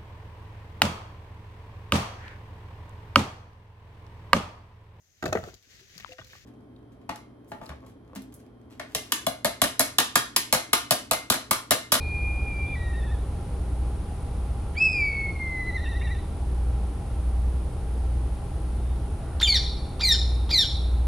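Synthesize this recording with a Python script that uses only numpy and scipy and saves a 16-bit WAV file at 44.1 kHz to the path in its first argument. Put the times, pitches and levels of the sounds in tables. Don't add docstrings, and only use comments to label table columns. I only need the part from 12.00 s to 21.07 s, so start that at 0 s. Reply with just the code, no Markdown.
import sys
import numpy as np
from scipy import signal
from scipy.fft import rfft, irfft, next_fast_len
from scipy.io import wavfile

SR = 44100
rng = np.random.default_rng(int(sys.argv[2]) if len(sys.argv) > 2 else 0)


def output_pcm(signal):
    pcm = np.clip(np.atleast_2d(signal).T, -1, 1) * 32767
    wavfile.write(sys.argv[1], SR, np.round(pcm).astype(np.int16))


N = 399987
TIME = np.arange(N) / SR

# (time [s], pitch [Hz], level [dB])
KITE_CLEAR = [
    [(0.0, 2440, -40.5), (0.07, 2417, -39), (0.088, 2415, -35.5), (0.292, 2413, -35.5), (0.406, 2430, -41),
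     (0.522, 2396, -36), (0.538, 2356, -38.5), (0.672, 2378, -36.5), (0.712, 2404, -37), (0.754, 2340, -36)],
    [(2.83, 2610, -19), (2.855, 2613, -16.5), (2.885, 2540, -24.5), (2.926, 2502, -28.5),
     (3.034, 2292, -23.5), (3.108, 2237, -28.5), (3.12, 2224, -31.5), (3.306, 2180, -32),
     (3.336, 2178, -36.5), (3.416, 2117, -33.5), (3.576, 2035, -33.5), (3.772, 1974, -37.5)],
]
# (scoop [s], held 2nd harmonic [dB], its accent [dB], 3rd re 2nd [dB])
KITE_OPENINGS = [(.002, -73, -2, -20), (.068, -69, 26.5, -15)]
# (end [s], pitch [Hz], sag [Hz/s], level [dB], fade [dB/s],
# 2nd harmonic [dB], strain onset [s], last crest [s])
KITE_QUAVERS = [(1.2, 1953, 530, -43, -7, -61.5, 0.78, 1.125),
                (4.215, 1881, 7.5, -43, -1.5, -56.5, 3.5, 4.122)]
# (time [s], half length [s], gain [dB])
WHISTLE_DIPS = [(0.789, 0.0055, -7), (0.928, 0.0048, -11), (1.02, .015, -18), (1.075, 0.02, -10),
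                (1.11, 0.0074, -10), (1.165, 0.011, -14), (2.798, 0.0069, -12), (2.922, 0.0087, -6),
                (3.343, 0.018, -19), (3.385, 0.0082, -21), (3.666, 0.0058, -6), (3.725, 0.011, -10),
                (3.767, 0.0057, 3), (3.84, 0.0054, -2), (4.005, 0.0081, -8), (4.085, 0.0067, -5)]
# (time [s], length [s], from [Hz], to [Hz], level [dB], pitch jitter [ratio])
ROUGH_GLIDES = [(2.745, 0.026, 1840, 2150, -50, .16), (2.748, 0.03, 2930, 3270, -55, .07),
                (4.007, 0.0258, 1890, 2450, -45.5, 0.034), (4.087, 0.029, 2024, 2490, -55, 0.026)]
# (time [s], pitch [Hz], level [dB], roughness [0-1], treble [dB])
SQUAWKS = [
    [(7.398, 850, -33, .8, 2), (7.402, 994, -29, .75, 5), (7.408, 1050, -39, .8, 2),
     (7.415, 1626, -23.5, .5, 4), (7.419, 1915, -23, 0.26, 4), (7.422, 2380, -28, 0.3, 2),
     (7.425, 3510, -38, .05, 0), (7.43, 3610, -13.5, 0, -1), (7.443, 3540, -19.5, 0.07, 5),
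     (7.454, 3240, -26.5, 0.13, 4), (7.471, 3067, -25, 0, -6), (7.472, 2450, -35, .2, -4),
     (7.479, 2373, -20, 0.16, -7), (7.499, 2242, -20, 0, -2), (7.515, 2184, -26.5, 0.13, -2),
     (7.541, 2120, -24.5, 0.12, 3), (7.562, 1844, -21, .04, -0.5), (7.584, 1490, -40, .5, -3)],
    [(7.994, 755, -41, .6, 5), (8.003, 1187, -36, .7, 0), (8.011, 1810, -26.5, 0.4, -3),
     (8.018, 2400, -27, .45, -6), (8.028, 2483, -32, .2, -8), (8.037, 2377, -22, 0, -6),
     (8.052, 2096, -22, 0, 4), (8.064, 2078, -21.5, 0.11, 6), (8.079, 2085, -24, 0, 5.5),
     (8.098, 1888, -20.5, 0.03, 6), (8.125, 1806, -18, 0.07, -2.5), (8.142, 1606, -31.5, 0, 0),
     (8.157, 1410, -41, 0.4, 0)],
    [(8.491, 760, -38, .5, 0), (8.5, 1170, -38.5, .7, 0), (8.508, 1820, -27, 0.3, -2),
     (8.514, 2365, -26, 0.4, -6), (8.523, 2487, -34, 0.3, -8), (8.533, 2390, -21.5, 0.07, -8),
     (8.552, 2024, -20, 0.04, 3), (8.574, 2018, -20.5, 0.05, 7), (8.591, 1838, -16.5, 0, 1),
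     (8.606, 1813, -21, 0, -2), (8.62, 1744, -22, 0, -3), (8.633, 1616, -28.5, 0.1, -3),
     (8.65, 1400, -40, .5, 0)],
]
# (frequency [Hz], gain [dB])
THROAT_RESPONSE = [(700, -1), (1400, 0), (1650, -13.5), (1850, -9), (2100, -6), (2400, -5.5), (3000, 1),
                   (3600, 7.5), (4300, 6.5), (5000, 0), (5500, -3.5), (5900, -6), (6300, -20),
                   (6700, -13.5), (7150, -9.5), (7800, -24), (8400, -14), (9200, -17.5), (10200, -25),
                   (11200, -18.5), (12500, -29), (14500, -29), (16000, -27)]
# (time [s], length [s], from [Hz], to [Hz], level [dB], pitch jitter [ratio])
FAR_BIRDS = [(0, 0.042, 4140, 4180, -56, 0.093), (0, 0.29, 4400, 4520, -72, 0.028),
             (.642, 0.13, 3520, 3510, -63, 0.038), (6.737, 0.2, 3540, 3690, -69, 0.025),
             (7.15, 0.27, 716, 655, -54, 0.11), (7.173, 0.33, 1444, 1354, -57, 0.21)]
# (frequency [Hz], T60 [s], relative level [dB])
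TREE_TAIL = [(1000, 0.4, -12), (2340, 0.89, 0.5), (3060, 0.67, 1), (4060, 0.83, 5.5), (4380, 0.7, 7),
             (4830, 0.67, 2.5), (5530, 0.6, 7.5), (6500, 0.53, 7.5), (8140, 0.52, 6), (14000, 0.21, 1)]
# (delay [s], gain [dB])
TONE_ECHOES = [(.0147, -31), (0.03, -25.5), (.074, -18.5)]
OVERTONE_ECHOES = [(.0147, -20), (.074, -6.5), (.092, -13)]
SQUAWK_ECHOES = [(.0083, -8.5), (.0147, -8.5), (.03, -12), (.072, -18), (.108, -22.5)]
# (frequency [Hz], left re right [rad])
MIC_PHASE = [(2500, 0), (4100, -0.26), (5000, 0.53), (6000, -0.83), (6900, .4), (8700, 0.93), (10200, 1.7),
             (12000, -0.072), (15500, 2.1)]
# (time [s], rms level [dB])
ENGINE_THROB = [(0, -36), (1.2, -32), (2.3, -34.5), (3.4, -44), (4.1, -31), (5.3, -29), (6.8, -32),
                (7.6, -34), (8.3, -28.5), (9.07, -27.5)]
# (frequency [Hz], rms level [dB])
ENGINE_DRONE = [(24.6, -43.5), (45.1, -39), (70.5, -40), (75, -43.5), (78.7, -40), (118, -49), (120.8, -44),
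                (150, -60.5), (173, -52), (216, -58.5)]
# (time [s], pulse rate [Hz])
MOTOR_RATE = [(0, 395.8), (2.3, 395.8), (2.9, 399.2), (3.8, 401.2), (4.2, 397.8), (5.2, 396)]
# (multiple of pulse rate, relative level [dB])
MOTOR_LINES = [(20, -13), (21, -13), (22, -11), (23, -5), (24, -2), (25, 0), (26, -6), (27, -9), (28, -13),
               (29, -16)]
# (offset [Hz], relative level [dB])
MOTOR_SIDEBANDS = [(-96.5, -11), (-48, 1), (47, -8)]
# (frequency [Hz], relative density [dB])
RUMBLE_SHAPE = [(10, -43), (25, 1), (45, 2.5), (90, 7), (115, -2.5), (150, -6.5), (250, -32), (600, -89)]
WASH_SHAPE = [(82, -39), (140, -3.5), (169, -4), (276, -6.5), (310, -5.5), (349, -8), (387, -7), (590, -14),
              (814, -14.5), (886, -16.5), (1380, -23), (1630, -27.5), (3730, -32.5), (6420, -38.5),
              (8000, -40), (10400, -93), (17600, -120)]
HISS_SHAPE = [(4000, -42), (7000, -20), (8600, -5.5), (9800, 2.5), (11000, -9.5), (12200, -10),
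              (15500, -42)]
# (centre [Hz], width [Hz], rms level [dB])
NOISE_BANDS = [(809.3, 25.6, -54), (1356, 14, -67)]
# (frequency [Hz], correlation before clipping [ratio])
STEREO_LIKENESS = [(60, 1), (130, 1), (300, 0.82), (700, 0.92), (1400, 0.63), (3100, 0.33), (7000, 0.35),
                   (15000, -1.33)]


def kite():
    tone, overtones = np.zeros((2, N))
    for call in zip(KITE_CLEAR, KITE_OPENINGS, KITE_QUAVERS):
        start_s, (low, high) = whistle(*call)
        add(tone, start_s, low)
        add(overtones, start_s, high)
    return trees(tone, TONE_ECHOES, wet_db=-13.5) + trees(overtones, OVERTONE_ECHOES, wet_db=-8.5)


def whistle(clear, opening, quavering, quaver_hz=13.6, depth_hz=78, side_ratio=1.445, side_db=-8.5):
    t, hz, tone_db, second_db, strain = whistle_contour(clear, opening, quavering)
    break_s, crest_s, third_db = clear[-1][0], quavering[-1], opening[-1]
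    quaver = np.cos(2 * np.pi * quaver_hz * (t - crest_s) + .2 * wander(t, 8))
    jitter = 1 + .0024 * wander(t, 77) + .0071 * strain * wander(t, 270)
    phase = phase_of((hz + depth_hz * strain ** 2 * quaver) * jitter)
    troughs = ramp(t, break_s, .085) * strain * (1 - quaver) / 2
    side_gain = troughs * gain_of(side_db + 3 * wander(t, 30))
    side_phase = phase_of(side_ratio * hz * (jitter + .022 * wander(t, 470)))
    tone = gain_of(tone_db) * (np.sin(phase) + side_gain * np.sin(side_phase))
    accent = gain_of(second_db - second_db.max())
    raspy_phase = phase + (.05 + .15 * accent * (1 - strain)) * wander(t, 200)
    overtones = np.sin(2 * raspy_phase) + gain_of(third_db) * np.sin(3 * raspy_phase)
    overtones *= gain_of(second_db + 3.5 * wander(t, 110))
    flutter_db = (3.5 * np.sqrt(strain) - 1.2) * wander(t, 55) + 1.5 * strain * quaver
    envelope = gain_of(flutter_db) * signal.windows.tukey(len(t), .015)
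    return t[0], np.sqrt(2) * np.array([tone, overtones]) * envelope


def whistle_contour(clear, opening, quavering, scoop_hz=464, scoop_db=-20.5, accent_s=.37, harsh_db=11.5,
                    jump_s=.0024, strain_rise_s=.261, release_s=.087, release_db=-21):
    scoop_s, held_db, accent_db, _ = opening
    end_s, low_hz, sag_hz_per_s, low_db, fade_db_per_s, low_second_db, strain_s, _ = quavering
    top_s, break_s = clear[0][0], clear[-1][0]
    t = span(top_s - scoop_s, end_s)
    scoop = (1 - ramp(t, top_s - scoop_s, scoop_s)) ** 2
    broken, strain = ramp(t, break_s, jump_s), ramp(t, strain_s, strain_rise_s)
    hz, db = curves(clear, t)
    second_db = held_db + accent_db * np.exp(-((t - t[0]) / accent_s) ** 2) + harsh_db * strain ** .89
    high = (hz - scoop_hz * scoop, db + scoop_db * scoop, second_db + scoop_db * scoop ** 2 / 2)
    low = (low_hz - sag_hz_per_s * (t - break_s), low_db + fade_db_per_s * (t - break_s), low_second_db)
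    hz, tone_db, second_db = [a + broken * (b - a) for a, b in zip(high, low)]
    dips_db = sum(dip_db * np.exp(-((t - s) / half_s) ** 2) for s, half_s, dip_db in WHISTLE_DIPS)
    fade_db = release_db * ramp(t, end_s - release_s, release_s)
    return t, hz, tone_db + dips_db + fade_db, second_db + fade_db, strain


def squawker():
    out = np.zeros((2, N))
    for rows in SQUAWKS:
        t = span(rows[0][0], rows[-1][0])
        cry = np.zeros(N)
        add(cry, t[0], squawk(t, *curves(rows, t)))
        out += trees(cry, SQUAWK_ECHOES, wet_db=-10.5, spread=.4)
    return out


def squawk(t, hz, level_db, rough, treble_db, rasp_db=-4, growl_db=5, dull_db=5, split=.36, rattle=.14):
    phase = phase_of(hz * (1 + (.0038 + .039 * rough) * wander(t, 670) + .0035 * wander(t, 66)))
    orders = np.arange(2, 21)[:, None] / 2
    partial_hz = orders * hz
    tilt_db = growl_db * (1 - ramp(partial_hz, 1200, 1600)) - dull_db * ramp(partial_hz, 4500, 4500)
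    colour_db = at_hz(THROAT_RESPONSE, partial_hz) + treble_db * ramp(partial_hz, 5500, 3200)
    waver_db = 3.5 * np.array([wander(t, 29) for _ in orders])
    gains = gain_of(colour_db + rough * tilt_db + waver_db) * (partial_hz < SR / 2)
    gains *= np.where(orders % 1, split * rough, 1)
    voice = (gains * np.sin(orders * phase)).sum(0) / np.sqrt((gains ** 2).sum(0) / 2)
    voice *= 1 + rattle * wander(t, 350)
    turbulence = rfft(rng.standard_normal(len(t)) * (1 + np.cos(phase)))
    throat = gain_of(at_hz(THROAT_RESPONSE, np.fft.rfftfreq(len(t), 1 / SR)))
    rasp = unit_rms(irfft(turbulence * throat, len(t)))
    cry = np.sqrt(1 - rough ** 2) * voice + gain_of(rasp_db) * rough * rasp
    return cry * gain_of(level_db + 1.5 * wander(t, 110)) * signal.windows.tukey(len(t), .02)


def hoarse_glides():
    out = np.zeros(N)
    for start_s, length_s, from_hz, to_hz, db, jitter in ROUGH_GLIDES + FAR_BIRDS:
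        t = np.arange(0, length_s, 1 / SR)
        hz = np.linspace(from_hz, to_hz, len(t)) * (1 + jitter * wander(t, 890))
        envelope = np.sqrt(2) * gain_of(db) * signal.windows.tukey(len(t), .5)
        add(out, start_s, envelope * np.sin(phase_of(hz)))
    return trees(out, TONE_ECHOES, wet_db=-2, spread=.34)


def trees(x, echoes, wet_db, spread=.35, clump_db=1.5, build_s=.001):
    t = TIME[:SR]
    hz, age_s, noise = signal.stft(rng.standard_normal((2, SR)), SR, nperseg=256)
    bands = np.array(TREE_TAIL)
    t60_s = at_hz(bands[:, :2], hz)[:, None]
    colour_db = at_hz(bands[:, [0, 2]], hz)[:, None]
    tail = signal.istft(noise * gain_of(colour_db - 60 * age_s / t60_s), SR, nperseg=256)[1][:, :SR]
    mid, side = tail * (1 - np.exp(-t / build_s)) * gain_of(clump_db * wander(t, 53))
    response = gain_of(wet_db) * np.array([mid + spread * side, mid - spread * side])
    response /= np.linalg.norm(mid)
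    for delay_s, db in echoes:
        response[:, round(delay_s * SR) + np.arange(3)] += gain_of(db) * np.array([1, 4, 1]) / 6
    response[:, 0] += 1
    return signal.fftconvolve(x[None], response, axes=1)[:, :N]


def microphones(x):
    size = next_fast_len(N + 4096)
    half_rad = at_hz(MIC_PHASE, np.fft.rfftfreq(size, 1 / SR)) / 2
    return irfft(rfft(x, size) * np.exp(1j * np.array([half_rad, -half_rad])), size)[:, :N]


def engines(engine_hz=59, beat_hz=1.39, drift_rad=.41):
    phase = 2 * np.pi * engine_hz * TIME + drift_rad * wander(TIME, 1.7)
    pair = np.sin(phase) - np.sin(phase + 2 * np.pi * beat_hz * TIME)
    drone = sum(gain_of(db) * np.sin(2 * np.pi * (hz * TIME + rng.random()) + .6 * wander(TIME, .65))
                for hz, db in ENGINE_DRONE)
    return np.sqrt(2) * (gain_of(curves(ENGINE_THROB, TIME)[0]) * pair + drone)


def motor_whine(level_db=-64, sideband_db=-3, drift_rad=.6, flicker=.5):
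    phase = phase_of(curves(MOTOR_RATE, TIME)[0])
    cluster, lines = 1, 0
    for hz, db in MOTOR_SIDEBANDS:
        side_phase = 2 * np.pi * hz * TIME + drift_rad * wander(TIME, 6.5)
        cluster += gain_of(sideband_db + db) * np.exp(1j * side_phase)
    for order, db in MOTOR_LINES:
        gain = gain_of(db) * (1 + flicker * wander(TIME, 9.8))
        line_phase = order * phase + 2 * np.pi * rng.random() + drift_rad * wander(TIME, 12)
        lines += gain * np.exp(1j * line_phase)
    quadrature = np.exp(1j * np.pi / 4 * np.array([[1], [-1]]))
    return gain_of(level_db) * unit_rms((quadrature * cluster * lines).real)


def background(rumble_db=-36, wash_db=-41.5, hiss_db=-56.5):
    def band_shape(hz):
        return np.sqrt(sum(gain_of(db) ** 2 / width_hz / (1 + ((hz - centre_hz) / width_hz) ** 2) ** 2
                           for centre_hz, width_hz, db in NOISE_BANDS))

    layers = [(RUMBLE_SHAPE, rumble_db), (WASH_SHAPE, wash_db), (HISS_SHAPE, hiss_db)]
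    broad = sum(gain_of(db) * stereo_noise(lambda hz: gain_of(at_hz(shape, hz))) for shape, db in layers)
    bands_rms = np.linalg.norm(gain_of(np.array(NOISE_BANDS)[:, 2]))
    return broad + bands_rms * stereo_noise(band_shape)


def stereo_noise(magnitude):
    size = next_fast_len(N)
    hz = np.fft.rfftfreq(size, 1 / SR)
    a, b = rfft(rng.standard_normal((2, size)))
    correlation = np.clip(at_hz(STEREO_LIKENESS, hz), -.99, .99)
    mid, side = a * np.sqrt(1 + correlation), b * np.sqrt(1 - correlation)
    return unit_rms(irfft(np.array([mid + side, mid - side]) * magnitude(hz), size)[:, :N])


def wander(t, cutoff_hz):
    size = next_fast_len(len(t))
    hz = np.fft.rfftfreq(size, 1 / SR)
    spectrum = rfft(rng.standard_normal(size)) / (1 + (hz / cutoff_hz) ** 4)
    return unit_rms(irfft(spectrum, size)[:len(t)])


def gain_of(db):
    return 10 ** (np.asarray(db) / 20)


def unit_rms(x):
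    return x / np.sqrt(np.mean(x ** 2) + 1e-20)


def phase_of(hz):
    return 2 * np.pi * np.cumsum(hz) / SR


def ramp(x, start, length):
    return np.clip((x - start) / length, 0, 1)


def at_hz(points, hz):
    knots_hz, values = np.transpose(points)
    return np.interp(np.log(hz + 1), np.log(knots_hz + 1), values)


def curves(rows, t):
    knots_s, *columns = np.transpose(rows)
    return [np.interp(t, knots_s, column) for column in columns]


def span(start_s, end_s):
    return TIME[(TIME >= start_s) & (TIME <= end_s)]


def add(mix, start_s, sound):
    part = mix[round(start_s * SR):][:len(sound)]
    part += sound[:len(part)]


def scene():
    birds = kite() + squawker() + hoarse_glides()
    return microphones(birds) + engines() + motor_whine() + background()


def record(dry):
    return signal.oaconvolve(dry, signal.firwin(511, 15800, window=("kaiser", 9), fs=SR)[None], "same")


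dry = scene()
out = record(dry)
output_pcm(out)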